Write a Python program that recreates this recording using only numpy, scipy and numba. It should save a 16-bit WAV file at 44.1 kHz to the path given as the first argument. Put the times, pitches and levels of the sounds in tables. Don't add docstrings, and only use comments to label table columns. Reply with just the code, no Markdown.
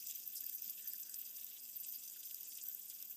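import sys
import numpy as np
from scipy import signal
from scipy.fft import rfft, irfft
from scipy.io import wavfile
from scipy.ndimage import uniform_filter1d
from numba import njit

SR = 44100
rng = np.random.default_rng(int(sys.argv[2]) if len(sys.argv) > 2 else 0)


def level_to_linear(level):
    exponent = np.asarray(level, float) / 20
    return 10 ** exponent


def materialize(psi):
    bounded = np.clip(np.atleast_2d(psi).T, -1, 1)
    quanta = np.round(bounded * 32767).astype(np.int16)
    wavfile.write(sys.argv[1], SR, quanta)


N = 139356

# time in seconds, bearing load in dB, tilt of the body toward the
# microphone in dB, looseness of the grip in dB.
HAND = [
    (0.0, -48, 0, 0.5),
    (0.8, -47.5, -2.5, 1),
    (1.6, -49.5, -1.5, 3.5),
    (1.8, -48.5, 0, 0.5),
    (2.45, -50, 1, 1.5),
    (3.16, -49.5, -3, -2),
]
# swings per turn, depth in dB, phase in radians.
THROB = [
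    (1., -0.3, 0.31),
    (2.0, 2, -1.8),
]

# centre in Hz, width in Hz, level in dB.
RACE_MODES = [(12200, 260, -9), (12700, 500, -13), (13250, 300, 0), (14100, 900, -14), (15000, 450, -7)]
# centre in Hz, width in Hz, level in dB.
BODY_MODES = [(4840, 97, 2), (5170, 780, -4), (6095, 183, 2.5), (6500, 110, -8.5), (6700, 520, -1),
              (7290, 56, 1), (7720, 26, -3.5), (7640, 34, -2.5), (8110, 140, -3), (7700, 400, 1.5),
              (8630, 720, -3), (8500, 150, -15), (9370, 1500, -14), (10280, 1200, -6.5)]
# centre in Hz, width in Hz, level in dB.
LOBE_MODES = [(2440, 410, -12), (2626, 107, 3), (3370, 850, 0.5)]
# centre in Hz, width in Hz, level in dB.
CAP_MODES = [(1445, 27, -2), (1557, 40, 2.5), (1804, 88, -2.5)]
# centre in Hz, width in Hz, depth 0-1, drift in Hz.
SHADOWS = [(4330, 350, .68, 60), (6420, 200, .75, 60), (9300, 200, .3, 250), (11320, 1000, .68, 130)]

# time in seconds, strength in dB, share in the body in dB.
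KNOCKS = [(0.0696, -31, -4), (0.1092, -34, -4), (0.155, -35, -16), (0.196, -46, -25), (0.2753, -34, -20),
          (0.3368, -40, -17), (0.3555, -32.5, -18), (0.4055, -30, -15), (0.4402, -35, -10),
          (0.4633, -31, -18), (0.4948, -27, -11), (0.539, -34, -13), (0.5807, -40, -10), (0.5975, -38, -18),
          (0.62, -28, -19), (0.639, -52, -8), (0.677, -30, -31), (0.6958, -30, -10), (0.762, -42, -23),
          (0.786, -41.5, -18), (0.858, -37, -10), (0.874, -37, -14), (0.933, -30, -16), (0.9802, -31, -18),
          (0.998, -35, -11), (1.0944, -37, -6), (1.1204, -41, -26), (1.1413, -38, 5), (1.1581, -36.5, -14),
          (1.2143, -32, -22), (1.262, -40, -10), (1.3254, -40, -14), (1.3585, -40, -9), (1.411, -37, -11),
          (1.444, -32, -17), (1.465, -39, -13), (1.504, -46, -21), (1.7424, -54, -19), (1.7576, -41, -18),
          (1.8, -36, -15), (1.8697, -35.5, -23), (1.922, -29, -18), (2.0358, -38, -9), (2.097, -37, -7),
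          (2.252, -42, -5), (2.3103, -35, -13), (2.3437, -26, -13), (2.407, -33.5, -16), (2.43, -35, -10),
          (2.53, -44, -28), (2.573, -37, -11), (2.6357, -34, -13), (2.6843, -28, -25), (2.713, -36, -14),
          (2.746, -30, -25), (2.8973, -35, -11), (2.934, -47, -15), (3.0245, -33, -7), (3.049, -41, -12),
          (3.1023, -47, -26)]
# time in seconds, strength in dB, share in the
# lobes in dB.
THUDS = [(0.0573, -38, -10), (0.0996, -26, 0), (0.139, -39, 12), (0.354, -54, 12), (0.4943, -60, -12),
         (0.5402, -81, -4), (0.6374, -58, -7), (0.8774, -39, -18), (1.03, -36, -20), (1.139, -59, 3),
         (1.2493, -36, -8), (1.363, -32, 4), (1.3972, -37.5, -11), (1.464, -42, -6), (1.596, -41.5, -9),
         (1.7, -46, -11), (1.8428, -26.5, -1), (1.9225, -52, 2), (2.026, -47, -15), (2.076, -32, -1),
         (2.23, -37.5, 12), (2.3072, -40, 12), (2.3436, -60, -6), (2.4528, -50, -3), (2.52, -30, 7),
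         (2.55, -37, -15), (2.613, -37, 1), (2.6593, -50, -3), (2.816, -39, -12), (2.8985, -40, -13)]
# time in seconds, strength in dB.
CHATTER = [(0.153, -69), (0.429, -69), (0.519, -73), (0.788, -69), (0.846, -77), (0.9327, -61),
           (1.1378, -73), (1.2181, -77), (1.7549, -74), (2.1575, -62), (2.3116, -69), (2.6594, -83),
           (2.721, -70), (2.914, -79), (3.101, -70)]

# start in seconds, length in seconds, level in dB.
RACE_RUNS = [(0.066, 0.043, -48), (0.141, 0.034, -46.5), (0.27, 0.026, -47.5), (0.34, 0.046, -46.5),
             (0.398, 0.062, -47.5), (0.474, 0.033, -44), (0.524, 0.052, -42.5), (0.63, 0.038, -47),
             (0.692, 0.02, -49.5), (0.777, 0.042, -52), (0.869, 0.04, -46), (0.994, 0.044, -46),
             (1.133, 0.071, -46.5), (1.347, 0.076, -50), (1.747, 0.04, -46.5), (1.798, 0.021, -41),
             (1.875, 0.041, -45), (1.917, 0.03, -46.5), (1.931, 0.059, -46), (2.173, 0.033, -52),
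             (2.227, 0.063, -45), (2.525, 0.027, -44), (2.662, 0.051, -45), (2.711, 0.035, -48.5),
             (3.04, 0.026, -46.5), (3.094, 0.041, -46)]
# start in seconds, length in seconds, level in dB.
BODY_RUNS = [
    (0.061, 0.069, -51.5),
    (0.132, 0.035, -59),
    (0.35, 0.042, -45.5),
    (0.623, 0.094, -54.5),
    (2.501, 0.051, -56.5),
    (2.552, 0.044, -52),
    (2.605, 0.03, -59),
    (2.88, 0.041, -49),
]
# start in seconds, length in seconds, level in dB.
LOBE_RUNS = [(-0.001, 0.05, -66), (0.04, 0.17, -59), (0.187, 0.021, -65), (0.312, 0.067, -72.5),
             (0.406, 0.037, -63), (0.643, 0.078, -61), (0.772, 0.033, -57.5), (0.85, 0.011, -67),
             (0.938, 0.022, -67), (0.968, 0.02, -68), (1.049, 0.033, -64.5), (1.125, 0.023, -67.5),
             (1.253, 0.029, -75), (1.36, 0.025, -71), (1.55, 0.037, -64), (1.648, 0.022, -75),
             (1.74, 0.058, -65), (1.827, 0.034, -68), (2.14, 0.039, -63.5), (2.223, 0.065, -66.5),
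             (2.449, 0.049, -70), (2.557, 0.058, -64), (2.891, 0.034, -66.5), (2.981, 0.087, -59.5),
             (3.11, 0.023, -60.5)]
# start in seconds, length in seconds, level in dB.
CAP_RUNS = [
    (.78, 0.13, -46.5),
    (1.02, 0.2, -47.5),
    (2.62, 0.11, -49.5),
]

# time in seconds, strength in dB.
RIM_FLECKS = [(0.0892, -45), (0.2708, -64), (0.3696, -63), (0.4554, -54), (0.5806, -52), (0.8634, -51),
              (0.9542, -62), (1.796, -66), (2.078, -50), (2.2323, -59), (2.3456, -67), (2.5287, -58),
              (2.6505, -50)]
# time in seconds, strength in dB.
HUB_FLECKS = [
    (1.6531, -63),
    (1.7529, -55),
    (1.9492, -51),
    (2.1071, -60),
    (2.8973, -69),
    (2.988, -56.5),
]

# frequency in Hz, density in dB per Hz.
HUSH = [(30, -51), (60, -30), (100, -14.5), (200, -1.5), (430, -9), (1200, -13), (4000, -15),
        (15000, -19.5)]
# centre in Hz, width in Hz, level in dB.
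HUM = [(95, 6.2, -102), (214, 94, -90), (516.4, 5.1, -98)]
# frequency in Hz, threshold in dB under the mean level.
WEAK = [(3500, -27), (4300, -20), (6000, -14), (9000, -10.5), (11000, -11.5), (11600, -12), (15000, -9)]


def spinner():
    hand = np.array(HAND).T
    load_db, tilt_db, grip_db = (np.interp(np.arange(N) / SR, hand[0], column) for column in hand[1:])
    load, impacts = level_to_linear(load_db), patter()
    race_knock, body_knock = knocks()
    out = (races(load, impacts, race_knock) + body(load, tilt_db, impacts, body_knock)
           + lobes(load, grip_db, impacts, body_knock) + caps(load, impacts, body_knock))
    for hz, width_hz, depth, drift_hz in SHADOWS:
        out = out - depth * drift_ring(out, hz + drift_hz * walk(14), width_hz)
    return out * np.sqrt(np.mean(load ** 2))


def patter():
    hit = rng.random(N) < 1500 / SR
    size_db = np.minimum(3.5 * rng.exponential(size=N), 10)
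    return level(hit * rng.choice([-1, 1], N) * level_to_linear(size_db), 0)


def knocks():
    times, strength_db, body_db = np.array(KNOCKS).T
    strength_db = strength_db - 4.5
    length_s, body_gain_db = 0.0019, 6
    crack = rng.choice([-1, 1], N)
    race_knock = crack * bursts(times, strength_db, length_s)
    body_knock = crack * bursts(times, strength_db + body_db + body_gain_db, length_s)
    return race_knock, body_knock


def races(load, impacts, knock):
    env = (0.78 * load + runs(RACE_RUNS, -6.5)) * level_to_linear(2.4 * walk(150))
    sound = mode_bank(impacts, env, knock, RACE_MODES, own=1.1, patchy_db=1.1, patchy_hz=89.8, floor_hz=12030)
    return level(sound, -0.5)


def body(load, tilt_db, impacts, knock):
    t = np.arange(N) / SR
    spin_hz, sag_hz_per_s = 11.39, .78
    turn = 2 * np.pi * (spin_hz * t - sag_hz_per_s * t ** 2 / 2)
    throb_db = sum(db * np.cos(swings * turn + phase) for swings, db, phase in THROB)
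    env = 0.7 * load * level_to_linear(tilt_db + 0.8 * throb_db) + runs(BODY_RUNS, 0)
    env = env * level_to_linear(0.49 * walk(70))
    times, strength_db, _ = np.array(THUDS).T
    env = limited(env + bursts(times, strength_db - 9.5, 0.0041))
    sound = mode_bank(impacts, env, knock, BODY_MODES, own=2.0, patchy_db=3.0, patchy_hz=60.17, floor_hz=4110)
    return level(sound, -7)


def lobes(load, grip_db, impacts, knock):
    env = 0.88 * load * level_to_linear(grip_db) + runs(LOBE_RUNS, 16)
    env = env * level_to_linear(2.26 * walk(90))
    times, strength_db, lobe_db = np.array(THUDS).T
    env = limited(env + bursts(times, strength_db + lobe_db - 12, 0.0041))
    sound = mode_bank(impacts, env, 0.51 * knock, LOBE_MODES, own=1.2, patchy_db=3.0, patchy_hz=85.43,
                      floor_hz=1890)
    return level(sound, -19)


def caps(load, impacts, knock):
    times, strength_db = np.array(CHATTER).T
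    env = 0.61 * load + runs(CAP_RUNS, 0) + bursts(times, strength_db + 26, 0.0077)
    sound = mode_bank(impacts, env, 0.34 * knock, CAP_MODES, own=1.5, patchy_db=2.5, patchy_hz=15,
                      floor_hz=1330)
    return level(sound, -33.5)


def mode_bank(impacts, env, knock, modes, own, patchy_db, patchy_hz, floor_hz):
    total = 0
    for k, (hz, width_hz, db) in enumerate(modes):
        drive = (impacts + own * np.roll(impacts, rng.integers(N))) / np.hypot(1, own)
        rolling = drive * env * level_to_linear(patchy_db * walk(patchy_hz))
        struck = knock * level_to_linear(walk(patchy_hz))
        total = total + (-1) ** k * level_to_linear(db) * ring(rolling + struck, hz, width_hz)
    return signal.sosfilt(signal.butter(4, floor_hz, "high", fs=SR, output="sos"), total)


def limited(env):
    top = level_to_linear(8) * np.median(env)
    return top * np.tanh(env / top)


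def ring(x, hz, width_hz):
    return signal.lfilter(*signal.iirpeak(min(hz, .45 * SR), hz / width_hz, SR), x)


@njit
def drift_ring(x, hz, width_hz):
    y, band, low = np.empty(len(x)), 0., 0.
    for i in range(len(x)):
        g, damping = np.tan(np.pi * hz[i] / SR), width_hz / hz[i]
        v = (band + g * (x[i] - low)) / (1 + g * (g + damping))
        band, low, y[i] = 2 * v - band, low + 2 * g * v, damping * v
    return y


def bursts(times, dbs, length_s):
    t, env = np.arange(N) / SR, np.zeros(N)
    for s, db in zip(times, dbs):
        near = slice(max(int((s - .05) * SR), 0), int((s + .1) * SR))
        since = (t[near] - s) / length_s
        shape = np.where(since > .5, since - .5, 2 * since - 1)
        env[near] += level_to_linear(db) * np.exp(-shape ** 2)
    return env


def runs(table, offset_db):
    env = np.zeros(N)
    for s, length_s, db in table:
        near = np.arange(max(int(s * SR), 0), min(int((s + length_s) * SR), N))
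        phase = np.pi * np.clip((near / SR - s) / length_s, 0, 1)
        env[near] += level_to_linear(db + offset_db) * np.sin(phase)
    return env


def walk(rate_hz):
    hold = max(int(SR / rate_hz), 2)
    steps = rng.standard_normal(4000)[np.arange(N + hold) // hold]
    w = uniform_filter1d(uniform_filter1d(steps, hold), hold)[:N]
    return (w - w.mean()) / w.std()


def level(x, db):
    return x * level_to_linear(db) / np.sqrt(np.mean(x ** 2))


def flecks(table, hz):
    times, dbs = np.array(table).T
    scrape = level(ring(rng.standard_normal(N), hz, 100), 0)
    return scrape * bursts(times, dbs - 5, 0.0079)


def thump():
    time_s, hz, db, length_s = .665, 215, -70, .02
    return bursts([time_s], [db], length_s) * np.sin(2 * np.pi * hz * np.arange(N) / SR)


def room():
    hz, table = np.fft.rfftfreq(N, 1 / SR) + 1, np.array(HUSH).T
    shape_db = np.interp(np.log(hz), np.log(table[0]), table[1])
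    hush = irfft(rfft(rng.standard_normal(N)) * level_to_linear(shape_db), N)
    hush = level(hush, -75) * level_to_linear(0.24 * walk(3.38))
    hum = sum(level(ring(rng.standard_normal(N), f, width_hz), db) for f, width_hz, db in HUM)
    swell = runs([(.6, .5, 5)], -6)
    return hush + hum * (1 + swell)


def scene():
    scrapes = flecks(RIM_FLECKS, 6120) + flecks(HUB_FLECKS, 4765)
    return (spinner() + scrapes + thump() + room())[None]


def drop_weak(x):
    hz, _, z = signal.stft(x, SR, nperseg=2048, noverlap=1536)
    power, table = uniform_filter1d(np.abs(z) ** 2, size=4, axis=2), np.array(WEAK).T
    limit = level_to_linear(np.interp(hz, table[0], table[1], left=-200)) ** 2
    mean_power = power.mean(axis=1, keepdims=True)
    weak = uniform_filter1d(power, size=3, axis=1) < limit[:, None] * mean_power
    return signal.istft(z * np.where(weak, .03, 1), SR, nperseg=2048, noverlap=1536)[1][:, :N]


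def low_pass(x):
    return signal.sosfilt(signal.butter(12, 16620, fs=SR, output="sos"), x)


def record(dry):
    top_hz = 15300
    cut = signal.sosfilt(signal.ellip(8, .3, 30, top_hz, fs=SR, output="sos"), drop_weak(dry))
    cut = signal.sosfilt(signal.cheby1(12, .1, top_hz + 140, fs=SR, output="sos"), cut)
    return low_pass(cut)


dry = scene()
out = record(dry)
materialize(out)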